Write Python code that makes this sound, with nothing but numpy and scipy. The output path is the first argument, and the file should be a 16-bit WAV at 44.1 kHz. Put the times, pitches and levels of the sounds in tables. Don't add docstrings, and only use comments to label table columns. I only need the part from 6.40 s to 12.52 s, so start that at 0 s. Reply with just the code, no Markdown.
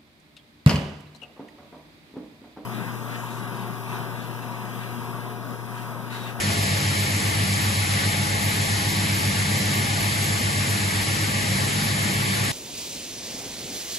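import sys
import numpy as np
from scipy import signal
from scipy.fft import rfft, irfft, next_fast_len
from scipy.io import wavfile
from scipy.ndimage import uniform_filter1d

SR = 44100
rng = np.random.default_rng(int(sys.argv[2]) if len(sys.argv) > 2 else 0)


def master_out(mix):
    frames = np.transpose(np.atleast_2d(mix))
    ceiling = np.clip(frames, -1, 1)
    pcm = np.round(ceiling * 32767).astype(np.int16)
    wavfile.write(sys.argv[1], SR, pcm)


def attenuation_scalar(level_db):
    decades = np.asarray(level_db, float) / 20
    return 10 ** decades


N = 269787


def rms_one(x):
    return x / np.sqrt(np.mean(x ** 2) + 1e-20)


def in_time(rows):
    s, *columns = np.transpose(rows)
    return [np.interp(np.arange(N) / SR, s, column) for column in columns]


def drift(rate_hz):
    step = 40
    r = np.exp(-2 * step * np.pi * rate_hz / SR)
    slow = signal.lfilter([1], [1, -2 * r, r * r], rng.standard_normal(N // step + 2002))
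    slow = slow[2000:]
    return np.interp(np.arange(N) / step, np.arange(len(slow)), rms_one(slow - slow.mean()))


def resonant_noise(hz, width_hz):
    r = np.exp(-np.pi * width_hz / SR)
    section = [1, 0, -1, 1, -2 * r * np.cos(2 * np.pi * hz / SR), r * r]
    ringing = signal.sosfilt([section, section], rng.standard_normal(N + SR))
    return rms_one(ringing[SR:])


# multiple of the pulse rate, left peak level/dB, right peak level/dB,
# right lead/rad
ROTOR_OVERTONES = [
    (1, -28.5, -28, 0.2),
    (2, -37.5, -50, -0.15),
    (3, -41, -44.5, 0.0021),
    (4, -43, -64, 0.17),
    (5, -65, -68, -0.37),
]


def rotor():
    pulse_hz, start_cycles = 104.489, -.122
    turn = 2 * np.pi * (pulse_hz * np.arange(N) / SR + start_cycles) + .03 * drift(1.5)
    out = np.zeros((2, N))
    for k, left_db, right_db, lead in ROTOR_OVERTONES:
        level_db = np.c_[[left_db, right_db]] + 0.36 * k * drift(1.8)
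        out += attenuation_scalar(level_db) * np.cos(k * turn + np.c_[[0, lead]])
    return out


# t/s, peak level/dB
FAN_LEVEL = [(0, -27), (.9, -26.5), (1.5, -24.5), (1.9, -28), (2.4, -28.5), (3.1, -27), (3.8, -29.5),
             (4.3, -27), (4.7, -29.5), (5.3, -31.5), (5.6, -34.5), (6.1, -36)]
# t/s, lead/cycles
FAN_SLIP = [
    (0, -.49),
    (1.5, -.49),
    (2.7, -.36),
    (3.2, -.39),
    (3.9, -.31),
    (4.6, -.44),
    (6.1, -.43),
]


def fan():
    blade_hz, blades, shaft_db = 96.92, 3, -65
    slip, = in_time(FAN_SLIP)
    turn = 2 * np.pi * (blade_hz * np.arange(N) / SR + slip)
    blade_db, = in_time(FAN_LEVEL)
    return attenuation_scalar(blade_db) * np.cos(turn) + attenuation_scalar(shaft_db) * np.cos(turn / blades)


def panel(modes, level_db, evenness):
    boom = rms_one(sum(attenuation_scalar(share_db) * resonant_noise(hz, width_hz) for hz, width_hz, share_db in modes))
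    swell = uniform_filter1d(boom ** 2, size=8000) + 0.086
    return attenuation_scalar(level_db) * rms_one(boom * swell ** (-evenness / 2))


# f/Hz, width/Hz, share level/dB
LOW_PANEL = [
    (139.7, 7.9, -1.2),
    (151.2, 5.3, -4.5),
]
# f/Hz, width/Hz, share level/dB
HIGH_PANEL = [
    (193.74, 7.9, 3.9),
    (211.8, 12.3, -2.5),
]
# t/s, level/dB (against the mean)
BUFFETING = [(0, -2), (.35, 2), (.65, 2), (.9, -3), (1.12, 3), (1.3, -4), (1.95, 2), (2.35, -3), (2.65, 2),
             (2.85, 0.5), (3.15, 6.5), (3.6, -0.5), (4.15, -2), (4.3, 1), (4.5, -4.5), (5.0, 1), (5.4, 2),
             (6.12, 1)]


def cabinet():
    buffet_db, = in_time(BUFFETING)
    rock_hz, rock_peak_s = 3.93, .075
    rock = np.cos(2 * np.pi * rock_hz * (np.arange(N) / SR - rock_peak_s))
    low_db = -35 + buffet_db
    high_db = -35.5 + 0.66 * buffet_db + 2.5 * rock
    low = panel(LOW_PANEL, low_db, evenness=.8)
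    high = panel(HIGH_PANEL, high_db, evenness=.8)
    aside = attenuation_scalar(low_db - 30) * resonant_noise(140, 22) + attenuation_scalar(high_db - 15.5) * resonant_noise(189, 28)
    return low + high + aside * np.c_[[1, -1]]


WHISTLE_HZ = [119, 553, 686, 740, 805, 843, 969, 1168, 1928, 2080, 2275, 2550, 3052, 4409]
# width/Hz, rms level/dB, left-over-right level/dB
WHISTLES = [(3, -52, .1), (14, -53, 5), (22, -52, 5), (8, -56, 4), (18, -51, 4), (26, -50.5, 4),
            (14, -56, 2), (8, -58, .6), (18, -52, -1.5), (22, -50, -1.1), (34, -48.5, .3), (8, -57, 2.2),
            (12, -57, 4), (30, -57, 2.2)]


def whistles(alike, surge_db):
    out = np.zeros((2, N))
    for hz, (width_hz, level_db, balance_db) in zip(WHISTLE_HZ, WHISTLES):
        common, own = resonant_noise(hz, width_hz), resonant_noise(hz, width_hz)
        pair = np.array([common, alike * common + np.sqrt(1 - alike ** 2) * own])
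        port_db = level_db + np.c_[[.5, -.5]] * balance_db
        out += attenuation_scalar(port_db + surge_db * drift(1.6)) * pair
    return out


# f/Hz, level/dB (per Hz), left-over-right level/dB, likeness (0-1), right lead/rad
AIR_FIELD = [(20, -78.6, 0.1, 0.98, 0.03), (35, -70.3, 0.1, 0.99, -0.01), (55, -63.2, 0.1, 0.99, -0.01),
             (80, -59.1, 0.2, 0.95, 0.03), (115, -54.7, 0.1, 0.96, 0.02), (170, -56.5, 0.3, 0.83, -0.19),
             (235, -57.7, 3.0, 0.66, -0.18), (260, -58.8, 1.4, 0.72, -0.41), (290, -60.4, 1.4, 0.69, -0.45),
             (350, -62.2, 0.6, 0.51, -0.26), (400, -63.9, -0.0, 0.28, 0.19), (470, -64.1, 2.3, 0.35, -0.78),
             (550, -62.8, 5.6, 0.58, -2.15), (600, -64.7, 3.2, 0.29, -1.61),
             (634, -61, 0.5, 0.95, -2), (735, -66, 7, 0.8, -2), (837, -60.5, 5.5, 0.25, -3),
             (901, -65, 0, 0.1, -1), (987, -65.5, 3, 0.63, -3.1), (1143, -62.5, 0.5, 0.53, -2),
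             (1235, -65, 1, 0.57, -3), (1518, -63.5, -0.5, 1, -2.5), (1538, -66, -3.5, 0.34, -1.5),
             (1693, -60, -1.5, 1, -4.5), (1773, -61, -5.5, 0.22, -5), (2030, -61, 2.8, 0.86, -7.5),
             (2265, -58.5, -5, 0.42, -4.5), (2294, -62.5, 2, 0.64, -5.5),
             (2600, -64.1, 2.2, .46, -6.9), (3000, -64.4, 4.3, .55, -7.1), (3400, -65.8, 4.6, .45, -6.8),
               (3750, -65.6, 3.2, .62, -6.4), (4200, -65, 1.8, .72, -6.5), (4600, -66, 1.9, .58, -6.55),
               (5000, -66.1, 3.7, .42, -6.8), (5500, -68, 4.4, .28, -6.7), (6000, -70.1, 2, .5, -6.5),
               (6450, -70, .2, .93, -6.45), (7050, -68.2, 0, 1, -6.28), (7900, -68.6, 0, 1, -4.9),
               (9000, -68, 0, 1, -3.14), (11200, -69, 0, 1, .1)]


def rushing_air(patchy_db, shared_db):
    size = next_fast_len(N)
    hz = np.maximum(np.arange(size // 2 + 1) * SR / size, 10)
    table_hz, *columns = np.transpose(AIR_FIELD)
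    level_db, balance_db, alike, lead = [np.interp(np.log(hz), np.log(table_hz), c) for c in columns]
    alike = np.clip(alike, 0, 1)
    common, own = rfft(rng.standard_normal((2, size)))
    right = alike * np.exp(1j * lead) * common + np.sqrt(1 - alike ** 2) * own
    left_share = 1 / (1 + attenuation_scalar(-2 * balance_db))
    ports = np.array([common * np.sqrt(left_share), right * np.sqrt(1 - left_share)])
    ports = ports * attenuation_scalar(level_db) * np.sqrt(SR)
    out, together = 0, drift(4.2)
    place = 2 * np.log2(hz / 20)
    for band in range(20):
        band_gain = np.cos(np.pi / 2 * np.clip(place - band, -1, 1)) ** 2
        part = irfft(ports * band_gain, size)[:, :N]
        out = out + part * attenuation_scalar(patchy_db * drift(4.6) + shared_db * together)
    return out * attenuation_scalar(0.04 - 0.03 * drift(1.0))


def scene():
    machine = rotor() + fan() + cabinet()
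    return machine + whistles(alike=.5, surge_db=3) + rushing_air(patchy_db=.6, shared_db=.1)


BAND_EDGES = [*range(0, 40, 4), *range(40, 96, 8),
              96, 108, 120, 132, 144, 160, 176, 196, 216, 240, 264, 292, *range(320, 576, 32), 553]
# f/Hz, hidden below the louder level/dB, wander level/dB
MASKING = [(100, 44, 2), (700, 26, 3), (1050, 16, 4.5), (1400, 14, 4.5), (1750, 14, 3.5), (2100, 16.5, 3.5),
           (2350, 13, 3.5), (3000, 14.5, 3.5), (5200, 14, 3), (5900, 10, 4), (7200, 13, 3), (7900, 3, 4),
           (9000, 14, 2.5), (10000, 5, 4.5), (10600, 13, 3), (11400, 12, 3), (11800, -7.5, 3)]


def masked(stereo, weaker_db, empty_db):
    frame = 1024
    lines, k = BAND_EDGES[-1], np.arange(2 * frame) + .5
    bell = np.kaiser(frame + 1, 4 * np.pi)
    rise = np.sqrt(np.cumsum(bell[:frame]) / bell.sum())
    waves = np.cos(np.pi / frame * np.outer(k + frame / 2, np.arange(lines) + .5))
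    basis = np.r_[rise, rise[::-1]][:, None] * waves
    lead, frames = 2 * frame - 414, N // frame + 4
    mid_side = np.array([stereo[0] + stereo[1], stereo[0] - stereo[1]]) / 2
    padded = np.pad(mid_side, ((0, 0), (lead, frames * frame - N - lead)))
    halves = padded.reshape(2, frames, frame)
    coefs = np.concatenate([halves[:, :-1], halves[:, 1:]], axis=2) @ basis
    band = np.searchsorted(BAND_EDGES, np.arange(lines), "right") - 1
    width = np.diff(BAND_EDGES)
    power = np.add.reduceat(coefs ** 2, BAND_EDGES[:-1], axis=2) / width
    mask_hz, mask_db, wander_db = np.transpose(MASKING)
    centre_hz = (np.array(BAND_EDGES[:-1]) + width / 2) * SR / (2 * frame)
    wander = uniform_filter1d(rng.standard_normal(power.shape), size=2, axis=1)
    wander = rms_one(uniform_filter1d(wander, size=2, axis=2)) * np.interp(centre_hz, mask_hz, wander_db)
    steady = power.mean(axis=1, keepdims=True)
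    coarser_db = np.minimum(15 * np.log10(steady.max(axis=0) / steady), weaker_db)
    under_db = np.interp(centre_hz, mask_hz, mask_db) + wander - coarser_db
    limit = steady.max(axis=0) * attenuation_scalar(-2 * under_db)
    step = 2 * np.sqrt(limit[..., band])
    rungs = np.floor(np.abs(coefs / step) ** .75 + .4054) ** (4 / 3)
    kept = (power > limit * attenuation_scalar(2 * empty_db))[..., band]
    pieces = (np.sign(coefs) * rungs * step * kept) @ basis.T * 2 / frame
    joined = (pieces[:, 1:, :frame] + pieces[:, :-1, frame:]).reshape(2, -1)
    mid, side = joined[:, lead - frame:][:, :N]
    return np.array([mid + side, mid - side])


def roll_off(x):
    return signal.sosfilt(signal.butter(12, 12900, fs=SR, output="sos"), x)


def record(dry):
    thinned = masked(dry, weaker_db=13, empty_db=-5)
    return roll_off(thinned)


dry = scene()
out = record(dry)
master_out(out)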